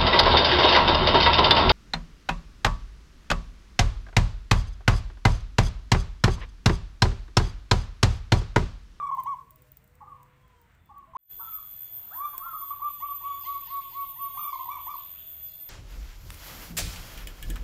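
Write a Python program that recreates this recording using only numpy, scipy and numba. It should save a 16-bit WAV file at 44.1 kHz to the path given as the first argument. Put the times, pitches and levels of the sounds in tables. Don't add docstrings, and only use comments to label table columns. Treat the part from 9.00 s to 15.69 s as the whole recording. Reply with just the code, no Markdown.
import sys
import numpy as np
from scipy import signal
from scipy.fft import rfft, irfft, next_fast_len
from scipy.io import wavfile
from scipy.ndimage import uniform_filter1d
from numba import njit

SR = 44100
rng = np.random.default_rng(int(sys.argv[2]) if len(sys.argv) > 2 else 0)


def to_wav(s):
    ch = np.atleast_2d(s).T
    pcm = np.round(np.clip(ch, -1, 1) * 32767)
    wavfile.write(sys.argv[1], SR, pcm.astype(np.int16))


def ratio(d):
    e = np.asarray(d, float) / 20
    return 10 ** e


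N = 295029
T = np.arange(N) / SR
CHANGE_S = 2.169


def level(x, db):
    return x * ratio(db) / np.sqrt(np.mean(x ** 2))


def shape(points, hz):
    point_hz, db = np.transpose(points)
    return ratio(np.interp(np.log(np.maximum(hz, 1)), np.log(point_hz), db))


def colour(x, points):
    size = next_fast_len(len(x), True)
    hz = np.arange(size // 2 + 1) * SR / size
    return irfft(rfft(x, size) * shape(points, hz), size)[:len(x)]


def noise(points):
    return colour(rng.standard_normal(N), points)


def walk(rate):
    hold = int(SR / rate)
    steps = np.repeat(rng.standard_normal(N // hold + 1), hold)
    return 1.3 * uniform_filter1d(uniform_filter1d(steps, hold), hold)[:N]


def wave(hz):
    return np.sin(2 * np.pi * np.cumsum(hz) / SR)


def distance(x, direct_db, t60_s):
    t = np.arange(SR // 2) / SR
    scatter = rng.standard_normal(len(t)) * ratio(-60 * t / t60_s)
    scatter /= np.sqrt(np.sum(scatter ** 2))
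    scatter[0] = ratio(direct_db)
    first = T < CHANGE_S
    early = signal.fftconvolve(x * first, scatter)[:N] * first
    return early + signal.fftconvolve(x * ~first, scatter)[:N]


def arch(table, sag_hz=0, sag_hz_per_s=0, start_hz=None):
    rows = []
    for s, length, *rest in table:
        top, db = rest[-2:]
        end = top - sag_hz - sag_hz_per_s * length
        rows.append((s, length, start_hz or rest[0], top, end, db))
    return rows


def sink(table):
    return [(s, length, a, a, b, db) for s, length, a, b, db in table]


def pure(k, hz):
    return 1


# pitch_hz, level_db
POUCH = [(550, -24), (800, -6.5), (950, 6), (1100, 4.5), (1300, -5)]
# pitch_hz, level_db
THROAT = [(1600, -21.5), (1900, -24.5), (2300, -27), (3000, -27), (3400, -36.5), (3600, -25.5), (4600, -64),
          (5400, -40.5), (5800, -41.5), (6150, -28.5), (6500, -40), (6800, -51), (8000, -41.5),
          (9500, -63.5)]


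def voice(k, hz):
    return shape(POUCH if k == 1 else THROAT, k * hz)


def notes(table, throat, bend, curve, swell, late, wobble, count=1, bright_db=0, growth=0.5):
    edge_s = 0.0044
    hz, gain, effort = np.full(N, 1000.), np.zeros(N), np.zeros(N)
    for s, length, start, top, end, db in table:
        on = (T >= s) & (T < s + length)
        u = (T[on] - s) / length
        rise = np.clip(1 - u / bend, 0, 1)
        fall = np.clip((u - bend) / (1 - bend), 0, 1)
        hz[on] = top - (top - start) * rise ** curve - (top - end) * fall ** curve
        effort[on] = np.abs(np.sin(np.pi * u ** late))
        edge = np.clip(np.minimum(u, 1 - u) * length / edge_s, 0, 1)
        gain[on] = ratio(db) * np.sqrt(2) * effort[on] ** swell * np.sin(np.pi / 2 * edge) ** 2
    on = gain > 0
    flicker = ratio(4.5 * walk(90))[on]
    opening = ratio(bright_db + 0 * T)[on] * (effort[on] + 0.056) ** growth * flicker
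    phase = 2 * np.pi * np.cumsum(hz * (1 + wobble * walk(60)))[on] / SR
    tone = 0
    for k in range(1, count + 1):
        tone = tone + throat(k, hz[on]) * (opening if k > 1 else 1) * np.sin(k * phase)
    gain[on] *= tone
    return gain


# start_s, length_s, start_hz, top_hz, level_db
STUTTERS = [
    (-.016, 0.042, 1160, 1166, -33),
    (.024, 0.04, 1045, 1137, -31.5),
    (.064, 0.021, 1113, 1137, -32),
    (.087, 0.02, 1090, 1110, -32.5),
    (.111, 0.047, 850, 1094, -31.5),
    (.169, .011, 955, 946, -38),
    (.179, 0.0332, 850, 1064, -31.5),
    (.257, 0.094, 802, 1120, -32.5),
    (2.133, 0.012, 1041, 1055, -49.5),
    (2.147, 0.14, 787, 1186, -34.5),
]


def stutters():
    rows = arch(STUTTERS, sag_hz=24.7, sag_hz_per_s=1897)
    return notes(rows, voice, count=8, bend=0.345, curve=3, swell=0.46, late=0.75, wobble=0.00585,
                 bright_db=-2.5, growth=0.24)


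# start_s, length_s, top_hz, level_db
HUMS = [(0, 0.41, 650, -71), (.41, .07, 469.2, -69), (0.511, 0.091, 636, -70.5), (.57, .13, 502.3, -69),
        (0.635, .11, 615, -72.5), (.77, 0.93, 503, -71), (0.801, .12, 615, -75), (1.533, .15, 478.8, -69.5),
        (2.069, 0.061, 660.6, -65), (2.363, .072, 415, -67), (4.399, 0.28, 642, -90),
        (4.786, 0.15, 842, -65), (5.296, 2.3, 648.5, -69), (5.05, 0.22, 854, -62)]


def hums():
    rows = [(s, length, 0.85 * hz, hz, 0.96 * hz, db) for s, length, hz, db in HUMS]
    out = sum(notes(rows[k::2], pure, bend=0.27, curve=2.2, swell=0.29, late=0.69, wobble=0.0026)
              for k in range(2))
    return ratio(-9.5) * distance(out, direct_db=8, t60_s=0.45)


def air(points, db):
    out = 0
    for hz in 22 * 2. ** np.arange(10):
        band = noise([(hz / 2, -60), (hz / 1.6, -6), (hz, 0), (hz * 1.6, -6), (hz * 2, -60)])
        out = out + band * ratio(0.68 * walk(2.185) + 2.1 * walk(14))
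    out = out + noise([(11000, -60), (15000, -2), (20000, 0)])
    return level(colour(out, points), db)


# time_s, level_db
RUSTLE = [(0.0, -70), (0.2, -62), (0.26, -65.5), (0.57, -70.5), (0.709, -69.5), (0.88, -73.5), (1.74, -84),
          (1.94, -95), (2.16, -91)]


def rustle():
    s, db = np.transpose(RUSTLE)
    hiss = noise([(9000, -10.5), (12500, -15.5), (14800, -1), (15400, -15.5), (16200, -36.5)])
    return level(hiss, -4.5) * ratio(np.interp(T, s, db) + 2.0 * walk(58))


# pitch_hz, level_db
ENGINES = [(53, -70), (79, -67.5), (127, -67.5)]


def drones():
    return sum(ratio(db + 4.0 * walk(6.7)) * wave(hz * (1 + 0.067 * walk(2.0))) for hz, db in ENGINES)


# (under 9 kHz, against the peak)
TICKS = [(0.108, -61, -20), (0.149, -45, -7.5), (0.169, -49, -10), (0.2, -45, -3.5), (0.2364, -35.5, -10),
         (0.507, -39.5, -18), (0.5593, -46, -12), (0.621, -47.5, -8.5), (0.7188, -41, -22),
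         (0.771, -40.5, -11), (0.8425, -53, -7), (0.877, -57, -1), (0.954, -53, -2), (1.231, -48.5, -5),
         (1.4793, -65, -2), (1.616, -52.5, -9), (1.7213, -66, -12), (1.7497, -60, -8), (1.8593, -57, -13),
         (1.982, -47, -10), (2.154, -60, -17.5),
         (2.326, -43, -1), (2.5094, -58.5, -3.5), (2.708, -48, -15), (2.7364, -57, -8),
               (3.3799, -17.5, -10.5), (3.3855, -38, 5), (3.487, -35, -11), (4.002, -36.5, -2.5),
               (4.469, -43, -6), (4.6487, -43, 3.5), (4.741, -32.5, -15.5), (4.771, -42.5, 4),
               (5.3825, -40.5, -2), (5.938, -52, -9), (6.4394, -48, 1), (6.479, -44, -11)]


def ticks():
    t = np.arange(SR // 20) / SR
    tail = np.exp(-t / .0011) + ratio(-22) * np.exp(-t / .01)
    bright, dull = np.zeros(N + len(t)), np.zeros(N + len(t))
    for s, db, dull_db in TICKS:
        i = int(s * SR)
        crack = tail * rng.standard_normal(len(t))
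        crack *= ratio(db + 4.0) / np.sqrt(np.sum(crack ** 2) / np.sum(tail ** 2))
        bright[i:i + len(t)] += crack
        dull[i:i + len(t)] += crack * ratio(dull_db)
    top = colour(bright[:N], [(8000, -24.5), (11000, -12.5), (14000, -3.5), (15100, 12.5), (15600, -11.5),
                              (16300, -20.5), (16600, -56.5)])
    return top + colour(dull[:N], [(1500, -13.5), (4000, -18), (6000, -12.5), (8200, 0.5), (10000, -16.5),
                                   (12000, -28.0)])


# middle_s, half_length_s, pitch_hz, level_db
RUMBLES = [
    (0.209, 0.46, 136.2, -60.5),
    (1.152, 0.17, 140, -61.5),
    (5.8, .15, 79.2, -58),
    (6.35, 0.27, 79, -56.5),
]


def rumbles():
    out = 0
    for s, half, hz, db in RUMBLES:
        swell = ratio(db + 2.4 * walk(13)) * np.exp(-((T - s) / half) ** 2)
        out = out + swell * wave(hz * (1 + 0.0503 * walk(8)))
    return out


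# start_s, length_s, top_hz, level_db
FAR_COOS = [
    (1.003, 0.16, 1219, -53),
    (1.889, .16, 1194, -57),
    (2.391, .17, 1358, -47),
    (2.555, 0.04, 1214, -53),
]
# start_s, length_s, from_hz, to_hz, level_db
FAR_SINKING = [
    (1.16, 0.08, 995, 970, -63),
    (1.355, 0.31, 1042, 905, -71.5),
    (2.385, 0.021, 1540, 1450, -58),
]


def far_doves():
    start_hz = 959
    coos = notes(arch(FAR_COOS, sag_hz=170.9, start_hz=start_hz), pure, bend=0.1353, curve=1.4,
                 swell=0.17, late=0.2, wobble=0.00924)
    lead_in = [(s, 0.03225, start_hz, 0.68 * top, 0.68 * top, db - 2.5) for s, _, top, db in FAR_COOS[:-1]]
    lead_in = notes(lead_in, pure, bend=0.56, curve=0.93, swell=0.29, late=0.8, wobble=0.0084)
    trail = notes(sink(FAR_SINKING), pure, bend=.05, curve=1.2, swell=0.25, late=0.4, wobble=.008)
    return ratio(4.5) * distance(coos + lead_in + trail, direct_db=-9, t60_s=0.45)


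# start_s, length_s, from_hz, to_hz, level_db
WHISTLES = [
    (1.25, 0.39, 3385, 2994, -72),
    (1.75, 0.12, 3524, 3430, -71),
    (2.505, 0.028, 2444, 2113, -52),
    (6.25, 0.54, 2765, 2670, -65.5),
]


def whistles():
    out = notes(sink(WHISTLES), pure, bend=.2, curve=1.2, swell=.5, late=1, wobble=0.004)
    return ratio(4.5 - 11) * distance(out, direct_db=-9, t60_s=0.45)


# pitch_hz, level_db
CHORUS = [(10000, -70), (11800, -32), (12500, -17), (13100, -11), (13400, -6), (13680, 0), (13950, -6),
          (14300, -12), (15150, -15), (15300, -28), (15550, -60)]
# first_crest_s, phrase_period_s, crest_hz, wing_stroke_hz
SINGERS = [
    (.55, 1.975, 13362, 270),
    (.55, 1.9, 13755, 300),
    (1.52, 1.83, 13860, 245),
]
# time_from_crest_s, offset_from_crest_hz
PHRASES = [
    [(-.73, -110), (0, 0), (1.3, -210)],
    [(-.9, -160), (0, 0), (.97, -255), (1.32, -210)],
    [(-.66, -170), (0, 0), (.55, -155), (1.3, -300)],
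]
# line_db; sidebands one below, one above, two above (db against line); undertones_db
SINGER_DB = [(-49, -19, -3.5, -12, -52.5), (-41, -10.5, -17, -21.5, -48.5), (-43.5, -17, -10, -19, -50)]
# share_of_main_pitch, level_db; the last row is the main line itself
UNDERTONES = [(1 / 4, -14.5), (1 / 3, -29.5), (1 / 2, -21), (3 / 4, -28), (1, 0)]
# time_s, pitch_hz, level_db
RASP = [
    (4.25, 13830, -56),
    (4.33, 13830, -43),
    (4.55, 13690, -39),
    (4.8, 13200, -42),
    (4.9, 13140, -56),
]


def insects():
    out = level(noise(CHORUS), -50.5) * ratio(1.2 * walk(6))
    for (crest, period, top, stroke), phrase, (db, *sides, under_db) in zip(SINGERS, PHRASES, SINGER_DB):
        after, bend = np.transpose(phrase)
        for k in range(4):
            s = crest + period * k + after
            on = (T > max(s[0], CHANGE_S)) & (T < s[-1])
            pitch = uniform_filter1d(np.interp(T, s, top + bend), size=SR // 6)
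            clean = 2 * np.pi * np.cumsum((pitch + 7 * walk(30))[on]) / SR
            phase = 2 * np.pi * np.cumsum((pitch + 9 * walk(30))[on]) / SR
            fade = np.clip(np.minimum(T - s[0], s[-1] - T) / .1, 0, 1)[on]
            line = np.sin(phase) * ratio(4.5 * walk(28))[on]
            for order, side_db in zip((-1, 1, 2), sides):
                side = np.sin(phase + 2 * np.pi * order * stroke * T[on])
                line = line + ratio(side_db + 4 * walk(28))[on] * side
            under = sum(ratio(d) * np.sin(share * clean) for share, d in UNDERTONES[:-1])
            under = under * ratio(4 * walk(20))[on]
            out[on] += fade * (ratio(db) * line + ratio(under_db) * under)
    s, hz, db = np.transpose(RASP)
    rasp = walk(240) * wave(np.interp(T, s, hz))
    return out + ratio(np.interp(T, s, db, left=-120, right=-120)) * rasp


# start_s, length_s, start_hz, top_hz, level_db
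OPENING = [
    (3.10, 0.17, 558.5, 1176, -28),
]
FLARE = [
    (3.108, 0.0407, 1106, 1885, -45.5),
]
SCOOP = [
    (3.108, 0.06, 556, 980, -48.5),
]


def opening_call():
    call = notes(arch(OPENING), voice, count=8, bend=0.92, curve=2.2, swell=0.67, late=4.9, wobble=0.0025,
                 bright_db=-5)
    flare = notes(arch(FLARE), pure, bend=0.96, curve=0.94, swell=0.33, late=0.29, wobble=0.0077)
    scoop = notes(arch(SCOOP), pure, bend=0.8, curve=1.17, swell=0.26, late=2.1, wobble=0.00355)
    return call + flare + scoop


# middle_s, half_length_s, level_db
PASSING = (3.3, 0.27, -54.5)


def passing():
    s, half, db = PASSING
    road = noise([(150, -27), (300, -16.0), (600, -5.5), (900, 4.0), (1600, -1.0), (2200, -29)])
    return level(road, db) * np.exp(-((T - s) / half) ** 2)


# pitch_hz, level_db
COO_POUCH = [(700, -16), (920, -9), (1030, -13), (1105, 1), (1300, 0)]


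def round_voice(k, hz):
    return shape(COO_POUCH if k == 1 else THROAT, k * hz)


# start_s, length_s, top_hz, level_db
COOS = [(3.335, 0.031, 1070, -32), (3.39, .04, 1117, -39.5), (3.452, 0.041, 1079, -32.5),
        (3.525, 0.042, 1144, -37), (3.605, 0.044, 1118, -35), (3.7, 0.037, 1155, -28),
        (3.80, .11, 1181, -28), (4.0, 0.13, 1160, -28), (4.21, .15, 1142, -31), (4.435, 0.15, 1134, -31.5),
        (4.668, 0.17, 1118, -33), (4.915, 0.16, 1120, -34), (5.155, 0.17, 1115, -34)]
# time_s, overtones_db
COO_OPENING = [(3.75, -11), (3.85, -7), (4.1, -9), (4.45, -3), (5.3, -2)]


def coos():
    return notes(arch(COOS, sag_hz=56.6, start_hz=844), round_voice, count=8, bend=0.44, curve=2.5,
                 swell=0.42, late=0.93, wobble=0.00207,
                 bright_db=np.interp(T, *np.transpose(COO_OPENING)), growth=-0.19)


# start_s, length_s, start_hz, top_hz, level_db
NEIGHBOUR = [
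    (3.42, 0.1225, 1171, 1377, -39),
    (3.53, .056, 1195, 1261, -34.5),
]


def neighbour():
    return notes(arch(NEIGHBOUR, sag_hz_per_s=1500), pure, bend=.35, curve=1.703, swell=0.22, late=0.48,
                 wobble=0.0055)


# time_s, level_db
CHEEP_EFFORT = [(3.64, -77), (3.85, -71.5), (4.3, -67.5), (5.2, -68.5), (5.8, -69.5), (6.15, -68)]
# start_s, level_db
CHEEPS_DOWN = [(4.392, -60), (4.63, -61), (4.871, -63.5), (5.47, -62), (5.88, -64), (6.441, -66.5)]


def cheeps():
    beats = 3.645 + .1925 * np.arange(14)
    effort_db = np.interp(beats, *np.transpose(CHEEP_EFFORT))
    up = [(s, .055, 2350, 3750, 3700, db + 15.5) for s, db in zip(beats, effort_db)]
    up = notes(up, pure, bend=0.87, curve=0.87, swell=0.13, late=1, wobble=0.01198)
    down = [(s, .11, 5500, 5550, 3400, db + 5.0) for s, db in CHEEPS_DOWN]
    down = notes(down, pure, bend=0.031, curve=0.64, swell=0.21, late=1, wobble=0.01265)
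    return distance(up + down, direct_db=-24, t60_s=1.05)


# start_s, length_s, start_hz, top_hz, level_db
FLOURISH = [
    (5.346, 0.023, 695, 796, -47),
    (5.368, 0.058, 799, 1215, -33.5),
    (5.428, .038, 1105, 1183, -33.5),
    (5.467, 0.04, 1033, 1150, -33),
    (5.522, 0.041, 876, 1083, -34.5),
    (5.591, 0.031, 843, 1070, -34.5),
    (5.652, 0.0244, 856, 993, -41.5),
    (5.677, 0.11, 850, 1163, -35),
    (5.864, 0.1, 813, 1177, -36.5),
]


def flourish():
    flutter = 1 + .42 * wave(72 * (1 + .2 * walk(30)))
    rows = arch(FLOURISH, sag_hz=15.2, sag_hz_per_s=2400)
    return flutter * notes(rows, voice, count=8, bend=.46, curve=2.5, swell=0.39, late=0.85,
                           wobble=0.0035, bright_db=7.0)


@njit
def walls(x, lags, gain, damp):
    line, soft, out = np.zeros((8, 4096)), np.zeros(8), np.zeros(len(x))
    for i in range(len(x)):
        total = 0.
        for k in range(8):
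            soft[k] += (1 - damp) * (gain[k] * line[k, (i - lags[k]) & 4095] - soft[k])
            total += soft[k]
            out[i] += soft[k] * (1 - 2 * (k % 2))
        for k in range(8):
            line[k, i & 4095] = x[i] + 1e-18 + soft[k] - total / 4
    return out


# delay_s, level_db
ECHOES = [(0.0125, -9), (.03125, -9), (0.059, -17), (0.088, -12)]


def yard_ring(sent, wet_db, scale):
    lags = np.array([709, 953, 1237, 1531, 1823, 2179, 2549, 2903])
    ring = walls(sent, lags, ratio(-60 * lags / SR / 0.48), 0.09)
    echoes = sum(ratio(db + wet_db / 2) * np.interp(T - s * scale, T, sent, left=0) for s, db in ECHOES)
    return ratio(-13.5) * ring + echoes


# pitch_hz, level_db (per Hz)
YARD = [(12, -35), (20, -9), (49, 3), (130, -1.5), (187, -6), (422, -18.5), (499, -21), (558, -18),
        (607, -18.5), (2080, -17.5), (5530, -37), (7950, -32.5), (11100, -42.5), (14700, -30), (16000, -49)]
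YARD_LATER = [(12, -35), (20, 3), (63, -6), (145, -6.5), (222, -17), (500, -18.5), (2000, -18.5),
              (3300, -21), (4400, -23.5), (5200, -35.5), (6100, -31.5), (8000, -25.5), (9300, -32),
              (12000, -31)]
# time_s, level_db
FADE_IN = [(2.175, -82), (2.19, -34.5), (2.283, -28), (2.31, -3.5)]
WET_DB = [-6, -1]
WALL_SCALE = [.96, 1]


def scene():
    near = stutters() + opening_call() + coos() + neighbour() + flourish()
    far = hums() + far_doves() + whistles() + cheeps()
    tick = ticks()
    parts = []
    for on, wet_db, scale in zip((T < CHANGE_S, T > FADE_IN[-1][0]), WET_DB, WALL_SCALE):
        sent = (near + ratio(-13) * tick) * on * ratio(wet_db)
        parts.append((near + far + tick) * on + yard_ring(sent, wet_db, scale))
    swells = rumbles()
    first = parts[0] + air(YARD, -62.5) + rustle() + drones() + swells
    later_air = air(YARD_LATER + [(15000, -49), (23000, -120)], -58)
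    later = parts[1] + later_air + insects() + drones() + passing() + swells
    first[int(CHANGE_S * SR) - 1:] += ratio(-50)
    s, db = np.transpose(FADE_IN)
    return (first * (T < CHANGE_S) + later * ratio(np.interp(T, s, db, left=-120)))[None]


def roll_off(x):
    return signal.sosfilt(signal.butter(12, 16500, fs=SR, output="sos"), x)


def record(dry):
    return roll_off(dry)


dry = scene()
out = record(dry)
to_wav(out)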